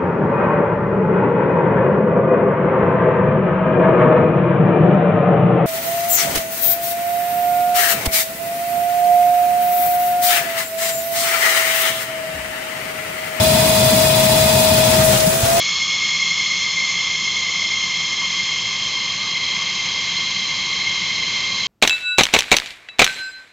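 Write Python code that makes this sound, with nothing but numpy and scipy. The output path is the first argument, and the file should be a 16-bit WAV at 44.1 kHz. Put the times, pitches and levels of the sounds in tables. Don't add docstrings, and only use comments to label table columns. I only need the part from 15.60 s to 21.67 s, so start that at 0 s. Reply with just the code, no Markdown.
import sys
import numpy as np
from scipy import signal
from scipy.fft import rfft, irfft, next_fast_len
from scipy.io import wavfile
from scipy.ndimage import uniform_filter1d

SR = 44100
rng = np.random.default_rng(int(sys.argv[2]) if len(sys.argv) > 2 else 0)


def file_out(sig):
    cols = np.atleast_2d(sig).T
    lim = np.clip(cols, -1, 1)
    pcm = np.round(lim * 32767).astype(np.int16)
    wavfile.write(sys.argv[1], SR, pcm)


N = 267687
FRAME, HOP = 2048, 512
TIME = np.arange(N) / SR
FRAME_TIME = np.arange(N // HOP + 3)[:, None] * HOP / SR
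BIN_HZ = np.fft.rfftfreq(FRAME, 1 / SR)


def gain_of(db):
    return 10 ** (np.asarray(db) / 20)


def blend(first, last, share):
    return first + (last - first) * share


def ease(at_s, over_s):
    return .5 + .5 * np.tanh((FRAME_TIME - at_s) / over_s)


def follow(rows):
    seconds, *columns = np.transpose(rows)
    return [np.interp(TIME, seconds, column) for column in columns]


def spectra(rows):
    hz, *columns = np.transpose(rows)
    return [np.interp(np.log(BIN_HZ + 1), np.log(hz), column) for column in columns]


def wander(rate_hz):
    size = next_fast_len(N)
    lowpass = np.exp(-(np.fft.rfftfreq(size, 1 / SR) / rate_hz) ** 2)
    drift = irfft(rfft(rng.standard_normal(size)) * lowpass, size)[:N]
    return drift / drift.std()


def turbulence(shape):
    real, imag = rng.standard_normal((2, len(FRAME_TIME), len(BIN_HZ)))
    spectrum = (real + 1j * imag) * shape
    return signal.istft(spectrum.T, nperseg=FRAME, noverlap=FRAME - HOP)[1][:N]


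def slow_rms(x, samples):
    power = uniform_filter1d(uniform_filter1d(x ** 2, samples), samples // 2)
    return np.sqrt(np.abs(power) + 1e-20)


def reflection_notches():
    # width in Hz, middle and spread of the slide in seconds, first and last frequency in Hz,
    # first and last depth in dB.
    notches = [(141, 3, .8, 1445, 1358, 10.5, 9.5), (88, 3.5, .6, 3710, 3620, 7.5, 1.5),
               (115, 3.8, .45, 4630, 4330, 6, 6.5), (78, 4.1, .6, 5040, 4865, 8, 9.5),
               (76, 4.1, 0.79, 5520, 5160, 12.5, 6), (85, 3.2, .7, 5925, 5875, 13, 7),
               (75, 3.6, .6, 6410, 6330, 7.5, 0), (100, 3.5, 1.4, 7320, 6560, 9, 4)]
    cut_db = 0
    for width_hz, at_s, over_s, first_hz, last_hz, first_db, last_db in notches:
        slide = ease(at_s, over_s)
        offset_hz = BIN_HZ - blend(first_hz, last_hz, slide)
        cut_db += blend(first_db, last_db, slide) * np.exp(-(offset_hz / width_hz) ** 2)
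    return gain_of(-cut_db)


def duct_mode(hz, below_hz, above_hz):
    offset_hz = BIN_HZ - hz
    width_hz = np.where(offset_hz < 0, below_hz, above_hz)
    return 1 / (1 + (offset_hz / width_hz) ** 2)


def settling(name):
    glides = {"howl": (0.063, 1.4), "low": (.031, .75), "middle": (.035, .9), "high": (.028, 1.8),
              "weak": (.02, 2.5)}
    sharp, settle_s = glides[name]
    return 1 + sharp * np.exp(-FRAME_TIME / settle_s)


def flutter(name, depth_db=0.79, flare_s=0.022):
    # time of the peak in seconds, mode that flares, rise in dB.
    flares = [(1.2, "low", 3), (2.64, "howl", 4.5), (3.65, "howl", 6), (3.75, "low", 3), (4.01, "howl", 5),
              (5.27, "low", 4)]
    flare_db = sum(db * np.exp(-((TIME - at_s) / flare_s) ** 2)
                   for at_s, mode, db in flares if mode == name)
    return depth_db * wander(rate_hz=7) + flare_db


def whine(mellow, path, low_db, middle_db, high_db, howl_db=-38.5):
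    # settled pitch in Hz, nominal widths below and above it in Hz, level trim in dB.
    howl = (1079.5, 134, 205.5, -0.5)
    low_whistle = (2102.5, 33.5, 66, -0.1)
    middle_whistle = (3186, 59, 73.5, -0.93)
    high_whistle = (4125, 124, 154, 0.15)
    modes = [("howl", howl, howl_db), ("low", low_whistle, low_db),
             ("middle", middle_whistle, middle_db), ("high", high_whistle, high_db)]
    spread = blend(0.9, 0.95, mellow)
    tones = 0
    for name, (hz, below_hz, above_hz, trim_db), level_db in modes:
        gain = gain_of(level_db + flutter(name) + trim_db)
        resonance = duct_mode(hz * settling(name), below_hz * spread, above_hz * spread)
        ring = turbulence(resonance * path)
        tones += gain * ring / slow_rms(ring, samples=5600)
    return tones


def hiss(mellow, path, treble_db, treble_hz=4450, flicker_db=0.28):
    # frequency in Hz, relative level of the hiss in dB at first and when mellow.
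    hiss_spectrum = [(496, -29.5, -36.5), (1290, -12, -10.5), (1700, -7.5, -8.5), (1980, -8, -5.5),
                     (2280, -3.5, -0.3), (3050, 0.5, 0), (3840, -2.5, -1.2), (4710, -1.5, -1),
                     (5720, -2.5, -8), (6700, -2, -8), (7300, -7, -10.5), (7560, -13.5, -21.5),
                     (7690, -27, -39)]
    # settled pitch in Hz, widths below and above it in Hz, dB over the hiss at first
    weak_modes = [(3280, 90, 240, 9, -2.5), (5220, 190, 250, 8, 7.5), (6190, 200, 385, 6, 8)]
    pitch = settling("weak")
    power = 1
    for hz, below_hz, above_hz, first_db, last_db in weak_modes:
        strength = gain_of(blend(first_db, last_db, mellow))
        power += (strength * duct_mode(hz * pitch, below_hz, above_hz)) ** 2
    colour = gain_of(blend(*spectra(hiss_spectrum), mellow))
    rush = turbulence(colour * np.sqrt(power) * path)
    treble = signal.sosfilt(signal.butter(12, treble_hz, "high", fs=SR, output="sos"), rush)
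    gain = gain_of(treble_db + flicker_db * wander(rate_hz=16))
    return gain * rush / slow_rms(treble, samples=6000)


def exhaust(start_db=-42.8, rise_db_per_s=0.4648):
    # frequency in Hz, relative level in dB.
    roar_spectrum = [(15, -37), (30, -28.5), (47, -10), (80, -11), (120, -1.5), (145, -7.5), (170, 0.5),
                     (205, -0.5), (228, -10.5), (330, -10.5), (500, -11.5), (800, -14.5), (1400, -22),
                     (3000, -35)]
    roar = turbulence(gain_of(spectra(roar_spectrum)[0]))
    return gain_of(start_db + rise_db_per_s * TIME) * roar / slow_rms(roar, samples=9000)


def machine_hum(waver=.002, swell_db=4.0):
    # frequency in Hz, amplitude in dB about which the tone swells and fades.
    tones = [(168, -57.5), (322, -61.5), (689, -61), (1378, -70.5)]
    wavering_time = np.cumsum(1 + waver * wander(rate_hz=4)) / SR
    return sum(gain_of(db + swell_db * wander(rate_hz=1.3)) * np.sin(2 * np.pi * hz * wavering_time)
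               for hz, db in tones)


def scene():
    # time in seconds, then levels in dB of the low, middle and high whistles
    levels = [(0, -26.5, -25.5, -28.5, -26.5), (.3, -23, -27, -29.5, -27),
              (1.05, -24.3, -29.5, -29.3, -27.5), (1.6, -24.5, -28, -31.5, -28.5),
              (2.8, -26, -26, -31.5, -29), (3.3, -30, -27, -32, -30), (3.8, -28, -26.5, -29, -31.5),
              (4.1, -28.5, -27, -31.5, -29.8), (5.1, -27.5, -26.5, -29, -31),
              (6.07, -26.5, -27.5, -28.8, -30.5)]
    low_db, middle_db, high_db, treble_db = follow(levels)
    mellow = ease(at_s=2.9, over_s=.9)
    path = reflection_notches()
    tones = whine(mellow, path, low_db, middle_db, high_db)
    jet = tones + hiss(mellow, path, treble_db) + exhaust() + machine_hum()
    return np.array([jet, jet])


def record(dry):
    edge_hz = 7740
    lowpass = signal.firwin(601, edge_hz, window=("kaiser", 9), fs=SR)
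    return signal.oaconvolve(dry, lowpass[None], "same")


dry = scene()
out = record(dry)
file_out(out)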